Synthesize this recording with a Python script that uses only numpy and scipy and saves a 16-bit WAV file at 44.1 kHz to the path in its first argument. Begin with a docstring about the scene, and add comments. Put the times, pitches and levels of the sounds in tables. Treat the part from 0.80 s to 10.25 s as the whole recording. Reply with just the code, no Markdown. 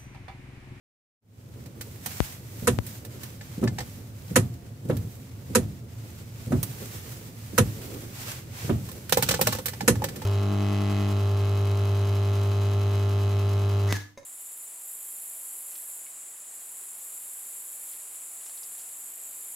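"""The low rumble of an idling engine fades in, heard inside a parked car. Hand and sleeve rub on the
steering wheel as it swings from side to side, plastic trim ticks, and fingers bump the microphone twice.
At each swing the play in the column takes up with a clunk, often with a sharp pop, and the cabin booms.
Midway the steering motor whines faintly. Near the end an arm drags over the spokes and shakes the column
while the trim rattles like a ratchet."""
import sys
import numpy as np
from scipy import signal
from scipy.fft import rfft, irfft, next_fast_len
from scipy.io import wavfile

SR = 44100
rng = np.random.default_rng(int(sys.argv[2]) if len(sys.argv) > 2 else 0)


def put_to_file(sound):
    """Save the sound as 16-bit audio at rate SR, in the file named by the first command-line argument."""
    columns = np.atleast_2d(sound).T  # one column per channel
    safe = np.clip(columns, -1, 1)
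    whole_steps = np.round(safe * 32767)
    wavfile.write(sys.argv[1], SR, whole_steps.astype(np.int16))


N = 416744

# The opening fade. Each row: time in seconds, gain in dB.
FADE_IN = [(0, -86), (.4, -65), (.425, -26), (.5, -10.5), (.6, -4.5), (.72, 1.5), (9.45, 2)]
# Hum of the running car. Each row: pitch in Hz, level in dB against the rumble.
HUM_TONES = [(84, -11), (108, -2.5), (339, -22), (570, -26), (705, -33)]
# Strokes of hand and sleeve along the rim.
# Each row: start in seconds, length in seconds, peak in relative dB, brightness in dB.
RIM_STROKES = [(0.98, 0.25, -50, 2), (1.211, 0.39, -38.5, 1), (1.64, 0.43, -45, 2),
               (2.006, .21, -43.5, 2.5), (2.29, 0.3, -47.5, -0.5), (2.59, 0.25, -48, -1.5),
               (2.908, 0.38, -48, 1), (3.35, 0.4, -50, 1), (4.034, 0.25, -52.5, 1), (4.208, 0.25, -51.5, 3),
               (4.546, 0.44, -51.5, -.5), (5.15, .33, -49.5, -1), (5.495, 0.22, -49, -1.5),
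               (5.684, 0.86, -42, 1), (6.563, 0.9, -44.5, .5), (7.324, 0.3, -38.5, -2),
               (7.71, 0.23, -40.5, -3), (7.905, 0.4, -46, 1), (8.17, 3.08, -52.5, -6)]
# The column drags harder for a moment. Each row: start in seconds, length in seconds, peak in dB.
COLUMN_DRAGS = [(2.247, 0.27, -48), (5.797, 0.66, -49.5), (5.997, 0.053, -43.5), (6.968, 0.33, -41.5),
                (7.423, 0.22, -49), (7.95, 0.28, -54), (9.1, 0.58, -42.5)]
# Plastic ticks and rattle. Each row: start in seconds, then click, bright edge and hollow body
# in relative dB, then the pitch of the loose part in Hz.
TRIM_TICKS = [(0.858, -41.5, -48.5, -54, 495), (1.0093, -30, -33.5, -53, 500),
              (1.259, -25, -26.5, -39, 747), (2.0646, -37, -35.5, -56, 670), (2.2478, -37, -39.5, -53, 570),
              (2.432, -33, -37, -61, 450), (2.609, -39, -56, -50, 560), (2.8365, -35, -39.5, -43, 457),
              (2.8741, -29.5, -51, -39, 666), (2.9834, -26.5, -41, -34, 760), (3.0037, -29, -41, -35, 710),
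              (4.1667, -38, -40, -60, 690), (5.8279, -27, -23, -44, 540), (8.087, -37, -41, -45.5, 1050),
              (8.1146, -39, -39, -50, 520), (8.293, -28, -30.5, -55, 890), (8.322, -10, -18.5, -24.5, 484),
              (8.3703, -18, -21, -18, 480), (8.4234, -14, -18.5, -27, 473),
              (8.4866, -13.5, -21, -30.5, 510), (8.508, -15.5, -24, -29.5, 540),
              (8.539, -19, -31, -27.5, 488), (8.5914, -48, -39, -25.5, 535),
              (8.6109, -14.5, -16.5, -23.5, 533), (8.6688, -14.5, -20, -23, 612),
              (8.724, -21.5, -26.5, -33.5, 1100), (8.748, -30, -34, -32.5, 518),
              (8.7842, -31.5, -37, -33.5, 516), (8.857, -20.5, -22, -44, 493),
              (8.882, -24, -29.5, -43, 500), (8.9329, -34, -48, -42, 870), (9.0061, -26.5, -39, -31.5, 810),
              (9.1538, -35, -45, -40, 443), (9.2187, -37, -47, -29.5, 850),
              (9.2393, -21.5, -28.5, -30.5, 540), (9.2854, -31.5, -41, -44, 470),
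              (9.3577, -33, -39, -48, 487), (9.4175, -34, -43, -35, 873)]
# Fingers bumping the left microphone port. Each row: start in seconds, level in relative dB.
FINGER_BUMPS = [(1.404, -0.5), (1.9882, -6.5)]
# Play in the column taking up, once a swing. Each row: start in seconds, slowness of the take-up
# as a factor, then thud, snap, crunch and crack in relative dB.
CLUNKS = [(1.871, 0.89, -26, -15.5, -17, -18.5), (2.826, 0.5, -28, -33.5, -42, -54),
          (3.557, 0.85, -22, -17.5, -15.5, -13), (4.098, 0.11, -33, -22, -33, -44.5),
          (4.749, 1, -28, -15, -18, -15.5), (5.718, 1, -19.5, -46, -36, -40),
          (6.778, 1.0, -16, -15, -15, -15.5), (7.893, 0.45, -21, -37, -30.5, -44),
          (9.077, 0.84, -17.5, -14.5, -18, -12.5)]
# Level rides. Each row: time in seconds, level in dB.
ASSIST_LEVEL = [(3.3, -90), (3.65, -63.5), (4.5, -76), (5.3, -66), (5.6, -93)]   # whine of the steering assist
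SLEEVE_LEVEL = [(8.3, -87), (8.38, -44), (8.45, -43), (8.53, -37.5), (8.6, -49.5), (8.7, -38.5), (8.8, -51),
                (8.86, -90)]   # sleeve dragged over the spokes

# Noise colours. Each row: frequency in Hz, spectral density in relative dB.
IDLE_COLOUR = [(15, -63), (25, -15), (43, -23), (65, -7), (113, 4.5), (125, 5.5), (156, -4), (270, -9),
               (310, -25), (338, -21.5), (565, -25), (605, -26), (769, -26), (1160, -33), (1500, -33),
               (1950, -73), (3300, -120)]   # engine rumble
RUB_COLOUR = [(300, -25), (600, 1), (1200, 0.5), (2200, 2), (3600, -1), (5200, -0.5), (7800, 0), (9800, -4),
              (12000, -4), (13700, -1), (15500, -5)]   # skin and cloth on the rim
DRAG_COLOUR = [(180, 4), (270, 7), (380, 4), (520, 2.5), (700, -10.5), (1200, -13.5), (2500, -24.5)]   # friction in the column
CLICK_COLOUR = [(900, -4.5), (1500, 3), (1900, -11.5), (2300, -1), (2600, 0), (3400, 0), (4000, 1),
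                (4600, 0), (5100, -3), (5900, 2.5), (6600, -6), (7600, 0), (9000, -8.5), (13000, -51)]   # plastic click
EDGE_COLOUR = [(5000, -13), (8500, -3), (10000, -2), (12300, -1), (14000, 2), (15500, -1)]   # the click's bright edge
HOLLOW_COLOUR = [(250, -27), (400, 14.5), (520, -25), (660, -12), (830, 18.5), (1100, 6), (1700, -4.5),
                 (2400, -4.5), (4000, -30)]   # hollow plastic body
PANEL_COLOUR = [(70, -6), (130, 11), (200, 6.5), (330, -3), (500, -2.5), (900, -35)]   # low knock on the panel
CRACK_COLOUR = [(1180, -5), (2000, 4.5), (2140, -6), (2360, -4), (2690, 3.5), (3370, -18), (4120, -0.5),
                (4730, -6), (6040, 0.5), (10900, 0), (14800, -13), (15500, -34), (16000, -48)]   # sharp pop of the joint
CONTACT_COLOUR = [(120, -17), (230, 7.5), (360, 3.5), (480, -6), (620, -2.5), (850, -13.5), (1300, -14.5),
                  (2000, -26), (3500, -44)]   # dull first contact of a clunk
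CRUNCH_COLOUR = [(300, -54), (480, 0), (800, -4), (1100, 6), (1600, 3), (2400, -3), (3500, 0.5),
                 (7000, -33)]   # midrange bite of a clunk
BOOM_COLOUR = [(25, -28), (45, -11), (70, 0), (110, 10.5), (230, -4), (350, -12.5), (600, -27), (1200, -45)]   # cabin boom

# Resonances. Each row: pitch in Hz, level in relative dB, build-up in seconds, 60 dB decay in seconds.
TINKLE_MODES = [(1698, -8.5, 0.00069, 0.041), (1786, -4.5, 0.0014, 0.061), (2040, -11, 0.0027, 0.11),
                (2186, 1, 0.00025, 0.014), (2560, -12.5, 0.0008, 0.021), (4900, -10, 0.0018, .05)]   # small switchgear on the wheel
SHROUD_MODES = [(500.3, -1.5, 0.006, 0.11), (524, -5, 0.0028, 0.097), (808, 1, 0.0019, 0.058),
                (1060, -9, 0.0036, 0.052)]   # hollow plastic shroud
CLANK_MODES = [(716, -11.5, 0.0051, 0.11), (987, -2, 0.0056, 0.071), (1030, -10.5, 0.0041, 0.058),
               (1289, 1, 0.003, 0.062), (1461, 1.5, 0.0013, 0.05), (1735, -5, 0.0015, 0.076),
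               (2194, -4.5, 0.0048, 0.038), (2723, -11, 0.0078, 0.051)]   # metal of the column joint
SNAP_MODES = [(466, -5.4, 0.016, 0.087), (496.8, 1.5, 0.01, 0.085)]   # column and dashboard, mids
KNOCK_MODES = [(190.8, -5.5, 0.05, 0.073), (235, 3, 0.014, 0.15), (284, -12, 0.016, 0.26),
               (370.8, -3, 0.022, 0.11)]   # column and dashboard, low mids
THUD_MODES = [(65.3, -15, 0.041, 0.29), (106.9, -1, 0.033, .18), (137.8, -3.5, 0.033, 0.089)]   # column and dashboard, bass

# Stereo width at the two microphone ports. Each row: frequency in Hz, side minus mid in dB.
WIDTH = [(40, -17), (100, -20.5), (250, -10.5), (500, -6.5), (1000, 1), (3000, 0), (15000, 0)]
# Balance between the ports. Each row: frequency in Hz, left minus right in dB.
HIT_PAN = [(100, 0.5), (300, -3.5), (1000, -2), (4500, 0.5), (8000, -8), (14000, -7.5)]   # ticks, clunks and the arm on the spokes
BED_PAN = [(60, -5.5), (150, 0.5), (380, -3), (950, -1), (2380, 1), (5980, 0), (15000, -11)]   # engine, rim and column friction
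# Early reflections off the glass. Each row: left delay in seconds, right delay in seconds.
GLASS_DELAYS = [(0.0013, 0.0017), (0.0029, 0.0027), (0.0046, 0.0049)]

TIME = np.arange(N) / SR
HIT_AGE = np.arange(int(0.4 * SR)) / SR   # seconds since a hit began


def from_db(db):
    return 10 ** (np.asarray(db) / 20)


def unit_rms(x):
    return x / np.sqrt(np.mean(x ** 2) + 1e-20)


def in_time(points):
    """A level ride, sample by sample."""
    return np.interp(TIME, *np.transpose(points))


def at_hz(points, hz):
    """A curve read on a log-frequency axis."""
    points_hz, points_db = np.transpose(points)
    return np.interp(np.log(hz + 1), np.log(points_hz), points_db)


def add(out, start, sound):
    """Mix a sound in from `start` seconds."""
    at = round(start * SR)
    out[:, at:at + sound.shape[-1]] += sound[..., :N - at]


def flutter(rate, size=N):
    """A smooth random wobble with spread near 1, changing `rate` times a second."""
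    at = np.arange(size) * rate / SR
    return np.interp(at, np.arange(size), rng.standard_normal(size))


def noise(colour, pan, size=N):
    """Coloured stereo noise, narrow in the bass and wide in the treble; rms 1."""
    padded = next_fast_len(size)
    hz = np.fft.rfftfreq(padded, 1 / SR)
    mid, side = rfft(rng.standard_normal((2, padded)))
    sign, width = np.array([[1], [-1]]), from_db(at_hz(WIDTH, hz))
    pair = (mid + sign * width * side) / np.hypot(1, width)
    gain = from_db(at_hz(colour, hz) + sign * at_hz(pan, hz) / 2)
    return unit_rms(irfft(pair * gain, padded)[:, :size])


def arch(start, length, flatness=2.3, end_db=-10):
    """Speed of one movement: a bell that eases in, tops at 1 and eases out."""
    from_middle = np.abs(2 * (TIME - start) / length - 1)
    near = from_middle < 2
    out = np.zeros(N)
    out[near] = from_db(end_db * from_middle[near] ** flatness)
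    return out


def swell(rise, t60):
    """Vibration builds up as it spreads through the structure, then dies; top 1."""
    attack = 1 - np.exp(-np.minimum(HIT_AGE / rise, 3) ** 4)
    shape = attack * from_db(-60 * HIT_AGE / t60)
    return shape / (shape.max() + 1e-12)


def burst(colour, rise, t60, tail_db, tail_t60):
    """Crowded modes struck together, with a weaker tail from the cabin."""
    envelope = swell(rise, t60) + from_db(tail_db) * swell(rise, tail_t60)
    return envelope * noise(colour, HIT_PAN, len(HIT_AGE))


def ring(modes, detune, vary_db, lag_s, slow=1):
    """Each blow rings the modes at a strength and pitch of its own, as the wheel angle differs."""
    out = 0
    port_age = HIT_AGE - np.array([[lag_s], [0]])   # the left port hears it later
    for hz, db, rise, t60 in modes:
        pitch, strength = np.clip(rng.standard_normal(2), -1, 1)
        wave = np.sin(2 * np.pi * hz * (1 + detune * pitch) * port_age)
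        pan_db = at_hz(HIT_PAN, hz) * np.array([[0.5], [-0.5]])
        out = out + from_db(db + vary_db * strength + pan_db) * swell(rise * slow, t60) * wave
    return out


def grit(depth_db):
    """Micro-slips make the force of a contact uneven; rms 1."""
    return unit_rms(from_db(depth_db * np.clip(flutter(1484, len(HIT_AGE)), -2, 2)))


def engine(idle_db=-45, load_db=12, load_lag_s=0.048, load_width_s=0.082, waver=0.01408, throb_db=4):
    """Idle rumble and a wavering cabin hum, swelling under the steering load around each clunk."""
    load = sum(np.exp(-np.minimum(((TIME - start - load_lag_s) / load_width_s) ** 2, 20))
               for start, *_ in CLUNKS)
    engine_time = np.cumsum(1 + waver * flutter(14)) / SR
    hum = sum(from_db(db + throb_db * flutter(33)) * np.sin(2 * np.pi * hz * engine_time)
              for hz, db in HUM_TONES)
    return from_db(idle_db + load_db * load) * (noise(IDLE_COLOUR, BED_PAN) + hum)


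def skin_catches(per_second=10, t60=0.034):
    """Skin catches on the rim: small random jolts of friction, each dying quickly."""
    jolts = (rng.random(N) < per_second / SR) * rng.uniform(0.26, 2.5, N)
    decay = from_db(-60 / (t60 * SR))
    return from_db(-3) * signal.lfilter([1], [1, -decay], jolts + 1e-18)


def rim_rub(grip_db=-58, grip_bright_db=-3):
    """Skin and cloth slide on the rim, skin brighter than cloth; the grip never quite rests."""
    dull_power = from_db(grip_db - grip_bright_db) ** 2
    bright_power = from_db(grip_db + grip_bright_db / 2) ** 2
    for start, length, peak_db, bright_db in RIM_STROKES:
        power = (from_db(peak_db) * arch(start, length)) ** 2
        dull_power = dull_power + power * from_db(-bright_db) ** 2
        bright_power = bright_power + power * from_db(bright_db)
    hiss = noise(RUB_COLOUR, BED_PAN)
    dull = signal.sosfilt(signal.butter(1, 7000, fs=SR, output="sos"), hiss)
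    sliding = dull * np.sqrt(dull_power) + (hiss - dull) * np.sqrt(bright_power)
    grain = from_db(-2 + 0.6 * flutter(500) + 1.6 * flutter(31))
    return grain * np.hypot(1, skin_catches()) * sliding


def column_drag(steady_db=-53.5):
    """Low friction of the turning column, which now and then drags harder."""
    harder = sum(from_db(peak_db) * arch(start, length) for start, length, peak_db in COLUMN_DRAGS)
    friction = np.hypot(from_db(steady_db), harder)
    return friction * from_db(2.7 * flutter(40)) * noise(DRAG_COLOUR, BED_PAN)


def trim_ticks():
    """Light plastic parts click, ring the hollow shroud and knock on the panel behind it."""
    out = np.zeros((2, N))
    for start, click_db, edge_db, body_db, part_hz in TRIM_TICKS:
        click = from_db(click_db - 9) * burst(
            CLICK_COLOUR, rise=0.002, t60=0.061, tail_db=-13.5, tail_t60=0.15)
        edge = from_db(edge_db) * burst(EDGE_COLOUR, rise=0.0011, t60=0.061, tail_db=-25.5, tail_t60=0.9)
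        # Duller, heavier clicks shake the switchgear more, up to the limit of its small travel.
        tinkle_db = min(click_db - 12.5 + 0.57 * (click_db - edge_db), -27)
        tinkle = from_db(tinkle_db) * ring(TINKLE_MODES, detune=0.024, vary_db=2.5, lag_s=0.0001)
        hollow = from_db(body_db - 6.5) * burst(
            HOLLOW_COLOUR, rise=0.00089, t60=0.1, tail_db=-23, tail_t60=0.12)
        shroud = from_db(body_db - 7) * ring(SHROUD_MODES, detune=0.025, vary_db=-0.5, lag_s=0.00014)
        part_mode = (part_hz, 0, 0.002, 0.075)
        part = from_db(body_db - 0.5) * ring([part_mode], detune=0, vary_db=4, lag_s=0.00024)
        panel = from_db(0.79 * body_db - 15.5) * burst(
            PANEL_COLOUR, rise=0.0055, t60=0.22, tail_db=-22, tail_t60=0.28)
        add(out, start, (click + edge) * grit(depth_db=-2.5) + tinkle + hollow + shroud + part + panel)
    return out


def glass_reflections(hits, strength=0.2, above_hz=1570):
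    """Windscreen and side glass return the treble within milliseconds and comb its spectrum."""
    treble = signal.sosfilt(signal.butter(2, above_hz, "high", fs=SR, output="sos"), hits)
    out = hits.copy()
    for delays in GLASS_DELAYS:
        for channel, delay in enumerate(delays):
            out[channel] += strength * np.roll(treble[channel], round(delay * SR))
    return out


def finger_bumps(leak_hz=108, low_cut_hz=56, right_db=-34):
    """A finger hits the left port: the pressure jump leaks away and swings through the bass cut."""
    out = np.zeros((2, N))
    jump = np.exp(-2 * np.pi * leak_hz * HIT_AGE) * (1 - np.exp(-HIT_AGE / 0.00004))
    pulse = signal.sosfilt(signal.butter(4, low_cut_hz, "high", fs=SR, output="sos"), jump)
    for start, db in FINGER_BUMPS:
        add(out, start, from_db(db) * np.array([pulse, from_db(right_db) * pulse]))
    return out


def column_nudge():
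    """The column leans softly on its mounts."""
    return burst(PANEL_COLOUR, rise=0.0058, t60=0.12, tail_db=-16, tail_t60=0.45)


def joint_crack(gap_s):
    """The joint lets go, then slips again, harder, `gap_s` later."""
    first = from_db(-5) * burst(CRACK_COLOUR, rise=0.0011, t60=0.12, tail_db=-30, tail_t60=0.087)
    second = burst(CRACK_COLOUR, rise=0.00018, t60=0.028, tail_db=-13, tail_t60=0.047)
    delayed = np.pad(second, ((0, 0), (round(gap_s * SR), 0)))[:, :len(HIT_AGE)]
    return (first + delayed) * grit(depth_db=1.5)


def column_clunks(pops_above_db=-30):
    """The joint snaps first; the heavier column, dashboard and cabin air answer later and lower."""
    out = np.zeros((2, N))
    for start, slow, thud_db, snap_db, crunch_db, crack_db in CLUNKS:
        contact = from_db(-24.5) * burst(
            CONTACT_COLOUR, rise=0.0029 * slow, t60=0.17, tail_db=-24.5, tail_t60=0.17)
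        crunch = from_db(crunch_db - 10.5) * burst(
            CRUNCH_COLOUR, rise=0.0096, t60=0.073, tail_db=-20, tail_t60=0.28)
        clank = from_db(crunch_db - 5.5) * ring(CLANK_MODES, detune=0.0036, vary_db=0, lag_s=0.00011)
        snap = from_db(snap_db) * ring(SNAP_MODES, detune=0.027, vary_db=1.5, lag_s=0.00012, slow=slow)
        knock_db = -22.5 + 2 * (1 - slow)   # a quick take-up lands harder
        knock = from_db(knock_db) * ring(KNOCK_MODES, detune=0.034, vary_db=2, lag_s=0.00032, slow=slow)
        thud = from_db(thud_db - 1.5) * ring(THUD_MODES, detune=0.038, vary_db=-0.5, lag_s=0.00038)
        boom = from_db(-30.5) * burst(BOOM_COLOUR, rise=0.035, t60=0.66, tail_db=-25, tail_t60=0.45)
        crack = from_db(crack_db) * joint_crack(gap_s=0.0064 * slow)
        add(out, start, crack + contact + crunch + clank + snap + knock + thud + boom)
        add(out, start - 0.053, from_db(-33) * column_nudge())   # takes load just before the clunk
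        if crack_db < pops_above_db:   # a joint that does not pop eases over with a second nudge
            add(out, start - 0.017, from_db(-28) * column_nudge())
    return out


def assist_whine(whine_hz=693, waver=0.01143):
    """The electric steering motor sings faintly under load."""
    motor_time = np.cumsum(1 + waver * flutter(4.5)) / SR
    return from_db(in_time(ASSIST_LEVEL)) * np.sin(2 * np.pi * whine_hz * motor_time)


def sleeve_scrape():
    """Cloth drags over the spokes with a grainy rasp."""
    return from_db(in_time(SLEEVE_LEVEL) + 3.3 * flutter(440)) * noise(CLICK_COLOUR, HIT_PAN)


def arm_rumble(above_sleeve_db=6):
    """The arm lying across the spokes shakes the column and the panel."""
    return from_db(in_time(SLEEVE_LEVEL) + above_sleeve_db) * noise(BOOM_COLOUR, HIT_PAN)


def scene():
    """Clunks and ticks bounce off the glass, over a dry bed of friction and engine."""
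    hits = glass_reflections(column_clunks() + trim_ticks())
    friction = rim_rub() + sleeve_scrape() + column_drag()
    return hits + friction + arm_rumble() + finger_bumps() + engine() + assist_whine()


def record(dry):
    """Fade in, cut the deep bass, round the highest peaks and cut the very top."""
    faded = dry * from_db(in_time(FADE_IN))
    low_cut = signal.butter(4, 38, "high", fs=SR, output="sos")
    high_cut = signal.ellip(10, 0.2, 70, 15600, fs=SR, output="sos")
    rounded = np.tanh(signal.sosfilt(low_cut, faded))
    return signal.sosfilt(high_cut, rounded)


dry = scene()
out = record(dry)
put_to_file(out)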